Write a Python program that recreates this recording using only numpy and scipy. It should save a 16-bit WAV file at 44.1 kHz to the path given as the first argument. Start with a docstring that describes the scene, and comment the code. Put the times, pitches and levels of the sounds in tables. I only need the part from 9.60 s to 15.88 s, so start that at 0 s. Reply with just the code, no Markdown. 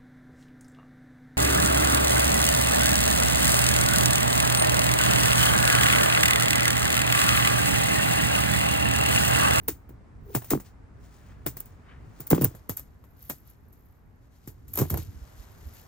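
"""A low rumble fills a quiet yard as someone holding a camera takes uneven steps in deep, crusted snow.
Loose snow hisses round the moving boot; the crust snaps by brittle fracture, its grains crumble,
and the boot sinks in with short thumps that fall in pitch. Just before the second step the sole
squeaks by stick-slip friction. Later a sleeve brushes the coat, then the hand shifts its grip and the
icy glint of the steps drops in pitch. At the end the weight settles with a few soft bumps."""
import sys
import numpy as np
from scipy.fft import rfft, irfft, next_fast_len
from scipy.io import wavfile
from scipy.ndimage import map_coordinates

SR = 44100
rng = np.random.default_rng(int(sys.argv[2]) if len(sys.argv) > 2 else 0)


def store_wav(level_fs):
    """Save 16-bit WAV to argv[1]."""
    pcm = np.round(np.clip(np.atleast_2d(level_fs), -1, 1) * 32767)
    wavfile.write(sys.argv[1], SR, pcm.T.astype(np.int16))


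N = 276756


def amp(db):
    return 10 ** (np.asarray(db) / 20)


def along(points, hz):
    """Interpolation of (frequency_hz, value) points on a logarithmic frequency axis."""
    frequencies, values = np.transpose(points)
    return np.interp(np.log(hz + 1), np.log(frequencies + 1), values)


def wobble(rate_hz):
    """Random modulation: a smooth curve through rate_hz Gaussian knots a second."""
    knots = rng.standard_normal(int(N * rate_hz / SR) + 4)
    return map_coordinates(knots, [np.arange(N) * rate_hz / SR])


def add(track, start_s, sound):
    """Superposition: a sound adds to the track from start_s on."""
    part = track[round(start_s * SR):][:len(sound)]
    part += sound[:len(part)]


def filtered(x, response):
    """Linear filtering: the spectrum is multiplied by a complex frequency response."""
    size = next_fast_len(N + SR // 2)
    return irfft(rfft(x, size) * response(np.fft.rfftfreq(size, 1 / SR)), size)[..., :N]


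def coloured(x, spectrum):
    """Causality: a minimum-phase filter rings only after it is struck."""
    def response(hz):
        cepstrum = irfft(np.log(amp(along(spectrum, hz))))
        folded = np.r_[cepstrum[0], 2 * cepstrum[1:len(cepstrum) // 2]]
        return np.exp(rfft(folded, len(cepstrum)))
    return filtered(x, response)


def stereo_noise(spectrum, coherence, envelope=1):
    """Partial coherence: independent mid and side noises mix into left and right, at unit rms."""
    def response(hz):
        angle = np.arccos(np.clip(along(coherence, hz), -1, 1)) / 2
        return amp(along(spectrum, hz)) * [np.cos(angle), np.sin(angle)]
    mid, side = filtered(rng.standard_normal((2, N)) * envelope, response)
    pair = np.array([mid + side, mid - side])
    return pair / np.sqrt(np.mean(pair ** 2) + 1e-20)


# Course of the low rumble and air, with the rumble swelling under the last step,
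# in relative levels: time_s, rumble_db, air_db
RUMBLE_AND_AIR_LEVELS = [(0.0, -50.5, -64.5), (2.55, -51, -61.5), (2.78, -52.5, -58), (3.13, -56, -67),
                         (4.93, -56.5, -69), (5.4, -43.5, -67), (5.65, -53.5, -60), (6.28, -54, -60.5)]
# Spectra of the rumble and of the distant air: frequency_hz, gain_db
RUMBLE_SPECTRUM = [(12, -38.5), (22, -10.5), (57, 3), (112, -0.5), (177, -9.5), (276, -11), (362, -19.5),
                   (409, -16.5), (500, -25), (650, -52.5), (1100, -120)]
AIR_SPECTRUM = [(150, -11.5), (350, 2.5), (700, 4), (1300, 0.5), (2000, -5), (3200, -18), (8000, -23),
                (16000, -38.5)]
# Likeness of left and right in the rumble and air: frequency_hz, coherence
YARD_COHERENCE = [(60, 0.88), (180, 0.58), (550, 0.17), (1650, 0.0088), (4970, 0.21), (15000, 0.25)]

def rumble_and_air(rumble_gain_db=2, air_gain_db=1):
    """Modulated noise: a restless rumble and a rush of distant air, coherent mainly in the bass."""
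    times, *levels = np.transpose(RUMBLE_AND_AIR_LEVELS)
    rumble_db, air_db = [np.interp(np.arange(N) / SR, times, level) for level in levels]
    rumble = amp(rumble_db + rumble_gain_db + 1.74 * wobble(9.8))
    rumble = rumble * stereo_noise(RUMBLE_SPECTRUM, YARD_COHERENCE)
    air = amp(air_db + air_gain_db + 0.31 * wobble(0.91)) * stereo_noise(AIR_SPECTRUM, YARD_COHERENCE)
    return rumble + air


# Likeness of left and right close to the walker: frequency_hz, coherence
STEP_COHERENCE = [(300, 0.49), (1000, 0.46), (4000, 1), (8000, 1), (13000, 0.71)]

def grains(spectrum, clump_db, clump_hz):
    """Granular noise: countless tiny impulses merge, and their clumping modulates the amplitude."""
    return stereo_noise(spectrum, STEP_COHERENCE, envelope=amp(clump_db * wobble(clump_hz)))


def swell(peak_s, rise_s, fall_s, peak_db, depth_db=15):
    """Amplitude envelope of a stroke: it gains depth_db over the rise and loses it over the fall."""
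    t = np.arange(N) / SR - peak_s
    return amp(peak_db - depth_db * np.maximum(t / fall_s, -t / rise_s) ** 1.3)


# Snow sliding off a boot, in relative levels: peak_s, rise_s, fall_s, hiss_db, sizzle_db
SNOW_SLIDES = [(0.05, .1, 0.09, -77, -58), (0.742, 0.066, 0.15, -60.5, -44.5),
               (0.91, 0.065, 0.1, -57.5, -51), (1.06, 0.023, 0.057, -63.5, -75),
               (1.47, .07, 0.37, -65.5, -87), (1.978, 0.087, 0.27, -71, -80.5),
               (2.62, 0.2, 0.091, -67, -89), (2.79, 0.09, .25, -61.5, -71), (3.3, 0.49, .25, -79, -70.5),
               (3.63, 0.16, 0.3, -67.5, -52), (3.86, 0.084, 0.25, -76.5, -70),
               (4.138, 0.11, 0.36, -80.5, -65), (4.78, 0.23, 0.59, -74, -74), (5.2, 0.061, 0.087, -52, -36),
               (5.38, 0.15, .12, -54.5, -50), (5.728, .4, 0.65, -64, -69), (6.18, 0.53, 0.21, -62, -57.5)]

def powder(sizzle_gain_db=-9):
    """Granular friction: loose snow slides with an uneven hiss and a fine, spiky sizzle."""
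    hiss_level = np.linalg.norm([swell(*stroke, db) for *stroke, db, _ in SNOW_SLIDES], axis=0)
    sizzle_level = np.linalg.norm([swell(*stroke, db) for *stroke, _, db in SNOW_SLIDES], axis=0)
    hiss = grains([(500, -35.5), (1500, -0.5), (7000, -3.5), (10000, -9), (13000, -15), (16000, -11)],
                  clump_db=3, clump_hz=1100)
    sizzle = grains([(6000, -37.5), (11000, -7), (16000, -2.5)], clump_db=5.5, clump_hz=250)
    flutter = amp(2.2 * wobble(20))
    return flutter * (hiss_level * hiss + amp(sizzle_gain_db) * sizzle_level * sizzle)


# Breaks in the crust, in relative levels: start_s, crumble_db, crunch_db, snap_db
CRUST_BREAKS = [(0.082, -24, -28, -4.5), (0.292, -55, -72, -39), (0.7492, -22.5, -24, -11),
                (0.819, -47, -41, -51), (0.844, -42.5, -46.5, -27), (0.9042, -21.5, -31, -16),
                (0.915, -27.5, -36, -35), (0.999, -42, -45, -52), (1.864, -26, -27, -14),
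                (1.9689, -39, -46, -23.5), (2.0038, -45.5, -52, -15), (2.0575, -51.5, -66.5, -32),
                (2.604, -40, -52, -20.5), (2.670, -43.5, -59.5, -17.5), (2.7036, -26, -32.5, -2.5),
                (2.711, -26, -25, -26), (2.747, -31.5, -32.5, -30), (2.812, -31, -42.5, -15),
                (2.8205, -35, -32, -9), (2.8444, -28, -27, 2.5), (2.949, -46.5, -48, -54),
                (3.0941, -28, -33.5, -16), (3.1703, -33.5, -49, -15), (3.195, -44.5, -49.5, -22),
                (3.439, -58.5, -54, -58), (3.6973, -28.5, -33, -15.5), (4.128, -58, -66, -40.5),
                (4.8747, -40, -61, -33), (5.081, -48, -64, -39), (5.1372, -37.5, -55, -16),
                (5.156, -35, -43, -14), (5.174, -26, -31, -12), (5.187, -23.5, -28, -12),
                (5.21, -28.5, -41, -28), (5.3014, -28.5, -40, -14.5), (5.341, -40, -35, -17.5),
                (5.373, -34.5, -38.5, -20)]
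# Spectrum of one snap: frequency_hz, gain_db
SNAP_SPECTRUM = [(200, -39.5), (1200, -15), (4000, -16), (9000, -6.5), (12000, 9), (16000, 6)]

def snaps(delay_s=0.0012, lead_s=0.0033, splinter_s=0.0093):
    """Brittle fracture: the icy crust gives a warning tick, a sharp break and three splinters."""
    ticks = np.zeros(N)
    for start_s, _, _, snap_db in CRUST_BREAKS:
        add(ticks, start_s + delay_s - lead_s, amp([snap_db - 13]))
        add(ticks, start_s + delay_s, amp([snap_db - 2.5]))
        for when, size in rng.random(size=(3, 2)):
            add(ticks, start_s + splinter_s * when, size * amp([snap_db - 11]))
    return coloured(ticks, SNAP_SPECTRUM)


# Spectra of the bright crumbling ice and of the dull crunch below it: frequency_hz, gain_db
CRUMBLE_SPECTRUM = [(300, -44.5), (1200, -4.5), (2000, -3.5), (2800, -8), (5000, -7), (8000, -1.5),
                    (11000, -6), (16000, 0.5)]
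CRUNCH_SPECTRUM = [(100, -6.5), (300, 4.5), (600, 1), (850, 0.5), (1200, -5.5), (2000, -12), (3200, -17.5),
                   (7000, -35)]

def crumbling(slips, attack_s=0.00051, crumble_t60_s=0.12, trickle_t60_s=0.32,
              crunch_t60_s=0.073, break_t60_s=0.011):
    """Incoherent addition: showers of breaking grains sum in power. Breaks and slips both crunch."""
    t = np.arange(SR // 2) / SR
    onset = 1 - np.exp(-t / attack_s)
    shower = onset * (amp(-60 * t / crumble_t60_s) + amp(-26 - 60 * t / trickle_t60_s))
    crush = onset * (amp(-60 * t / crunch_t60_s) + amp(2 - 60 * t / break_t60_s))
    crumble_power, crunch_power = np.zeros((2, N))
    for start_s, crumble_db, crunch_db, _ in CRUST_BREAKS:
        add(crumble_power, start_s, (amp(crumble_db - 6) * shower) ** 2)
        add(crunch_power, start_s, (amp(crunch_db - 2) * crush) ** 2)
    for start_s, level_db, _ in slips:
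        add(crunch_power, start_s, (amp(level_db - 21) * crush) ** 2)
    crumble = np.sqrt(crumble_power) * grains(CRUMBLE_SPECTRUM, clump_db=1, clump_hz=710)
    crunch = np.sqrt(crunch_power) * grains(CRUNCH_SPECTRUM, clump_db=2.5, clump_hz=440)
    return crumble + crunch


# The boot sinking, in relative levels: start_s, level_db, settling_pitch_hz, length_s
BOOT_SINKS = [(0.0804, -30, 287, 0.0052), (0.289, -39, 117.5, 0.015), (0.7487, -18, 113.5, .009),
              (0.913, -19, 138.6, 0.023), (0.9196, -23.5, 264.4, 0.0082), (0.9483, -20.5, 188.8, .01),
              (1.861, -24, 116.4, .007), (2.598, -37.5, 102, 0.022), (2.7128, -9, 135.4, 0.034),
              (2.7786, -18, 161.4, .008), (2.812, -16, 111.3, .036), (2.9427, -38.5, 81, 0.0091),
              (3.093, -28, 89.6, 0.0062), (3.6968, -34.5, 130.5, 0.0083), (4.874, -34.5, 83.3, 0.017),
              (5.183, -24, 143, .015), (5.1994, -15.5, 94, .035), (5.31, -23.5, 71.5, .06),
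              (5.3847, -26, 72, .012)]

def boot_slips(count=5, spacing_s=0.017, scatter_s=0.0018, log_pitch_spread=0.15, loss_db=8.5):
    """Stepwise yielding: a sink is a run of ever weaker slips. Rows: start_s, level_db, pitch_hz."""
    index = np.arange(count)
    age_s = index * spacing_s
    runs = []
    for start_s, level_db, pitch_hz, length_s in BOOT_SINKS:
        late, detune = rng.standard_normal((2, count)) * (index > 0)
        starts = start_s + age_s + scatter_s * late
        levels = level_db - loss_db * (age_s / length_s) ** 2
        pitches = pitch_hz * np.exp(log_pitch_spread * detune)
        runs.append(np.c_[starts, levels, pitches])
    return np.concatenate(runs)


# Cavity resonance of the hole round the boot: frequency_hz, gain_db
HOLE_RESONANCE = [(25, -13), (70, 2), (150, 0), (210, -4.5), (290, 1), (600, -1), (800, 1.5), (1500, -1)]

def thumps(slips, glide_depth=9.62, glide_s=0.003005, attack_s=0.0033, t60_s=0.13,
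           roughness=0.36, judder_db=3.5):
    """Dispersion: each slip pushes air through porous snow; low notes come last, so the pitch falls."""
    t = np.arange(SR // 4) / SR
    push, power = np.zeros((2, N))
    for start_s, level_db, pitch_hz in slips:
        falling_hz = pitch_hz * (1 + glide_depth / (1 + t / glide_s) ** 2)
        envelope = amp(level_db - 60 * t / t60_s) * (1 - np.exp(-t / attack_s))
        add(push, start_s, envelope * np.sin(2 * np.pi * np.cumsum(falling_hz) / SR))
        add(power, start_s, envelope ** 2)
    packing = grains([(30, -9), (130, 0), (210, -8), (300, 4.5), (420, -1.5), (600, -10),
                      (1200, -19), (8000, -58)], clump_db=6.5, clump_hz=220)
    air = push * amp(judder_db * wobble(280)) + roughness * np.sqrt(power) * packing
    return coloured(air, HOLE_RESONANCE)


def squeak(start_s=0.639, rise_s=0.05, hold_s=0.048, fall_s=0.02,
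           pitch_hz=410, level_db=-44, overtone_db=-16, rough_db=4.5):
    """Stick-slip friction: the sole catches and slides unevenly as weight comes onto packed snow."""
    t = np.arange(N) / SR
    envelope = np.interp(t, np.cumsum([start_s, rise_s, hold_s, fall_s]), [0, 1, 1, 0]) ** 2
    phase = 2 * np.pi * pitch_hz * t + wobble(130)
    tone = np.sin(phase) + amp(overtone_db) * np.sin(2 * phase)
    return envelope * amp(level_db + rough_db * wobble(150)) * tone


# A sleeve brushing the coat: peak_s, rise_s, fall_s, level_db
SLEEVE_STROKES = [(1.7, 0.21, 0.18, -64), (2.31, .05, 0.054, -56.5), (2.35, 0.26, .4, -68)]

def rustle():
    """Sliding friction: cloth on cloth makes a soft band of noise that swells with each stroke."""
    envelope = sum(swell(*stroke) for stroke in SLEEVE_STROKES)
    return envelope * grains([(400, -16.5), (1000, -0.5), (1900, -2.5), (3000, -11.5), (12000, -55)],
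                             clump_db=1.5, clump_hz=200)


# The weight settling: peak_s, level_db, pitch_hz
SETTLING_BUMPS = [(5.495, -34, 91), (5.567, -35, 65.5), (5.629, -35, 59), (5.802, -36.5, 56.7),
                  (5.912, -43, 88), (6.073, -32.5, 67.4)]

def bumps(width_s=0.014):
    """Compaction: deep snow packs down in dull Gaussian pulses of a cycle or two."""
    t = np.arange(-SR // 20, SR // 20) / SR
    envelope = np.exp(-(t / width_s) ** 2)
    track = np.zeros(N)
    for peak_s, level_db, pitch_hz in SETTLING_BUMPS:
        add(track, peak_s + t[0], amp(level_db) * envelope * np.cos(2 * np.pi * pitch_hz * t))
    return track


# Bright treble colour of the steps, near 15 kHz early and 13 kHz later: frequency_hz, gain_db
EARLY_TREBLE_COLOUR = [(9000, 1), (12500, 5), (13600, -12), (14600, 14.5), (15500, 14.5), (16200, -2.5)]
LATE_TREBLE_COLOUR = [(10300, 1), (11700, 13), (13200, 11), (14500, 4.5), (15700, -3), (16200, -21)]
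# Phase difference of the microphone ports in each grip: frequency_hz, left_minus_right_rad
FIRST_GRIP_PHASE = [(400, 0.36), (650, 2.4), (900, 2), (1500, 0.5), (4000, 1.28), (9000, 1.5), (12300, -4),
                    (14700, -5), (15600, -4)]
LATER_GRIP_PHASE = [(300, 0.4), (800, -1), (1500, 1.5), (5500, 1.46), (7500, 1), (10000, 10), (11700, -5),
                    (13200, -7.5), (15600, -6.5)]
# Level difference of the ports, the left one facing the feet: frequency_hz, left_minus_right_db
PORT_BALANCE = [(100, -3), (300, -1), (1000, 3), (2500, 2), (5000, 9.5), (7000, 12.5), (9500, 4.5),
                (12000, -0.5), (16000, 0)]

def stereo_image(steps, treble_colour, phase):
    """Interchannel differences: the brightened steps differ left and right in level and phase."""
    sides = np.array([[0.5], [-0.5]])
    def response(hz):
        return amp(sides * along(PORT_BALANCE, hz)) * np.exp(1j * sides * along(phase, hz))
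    return filtered(coloured(steps, treble_colour), response)


def scene(grip_shift_s=2.93):
    """Superposition: the close steps add to the rumble and air."""
    slips = boot_slips()
    steps = snaps() + crumbling(slips) + thumps(slips) + bumps() + powder() + squeak() + rustle()
    early = stereo_image(steps, EARLY_TREBLE_COLOUR, FIRST_GRIP_PHASE)
    late = stereo_image(steps, LATE_TREBLE_COLOUR, LATER_GRIP_PHASE)
    return np.where(np.arange(N) / SR < grip_shift_s, early, late) + rumble_and_air()


def record(dry):
    """Band limiting: the camera's steep low-pass filter removes the highest treble."""
    cutoff_hz = 16200
    return filtered(dry, lambda hz: 1 / np.sqrt(1 + (hz / cutoff_hz) ** 120))


dry = scene()
out = record(dry)
store_wav(out)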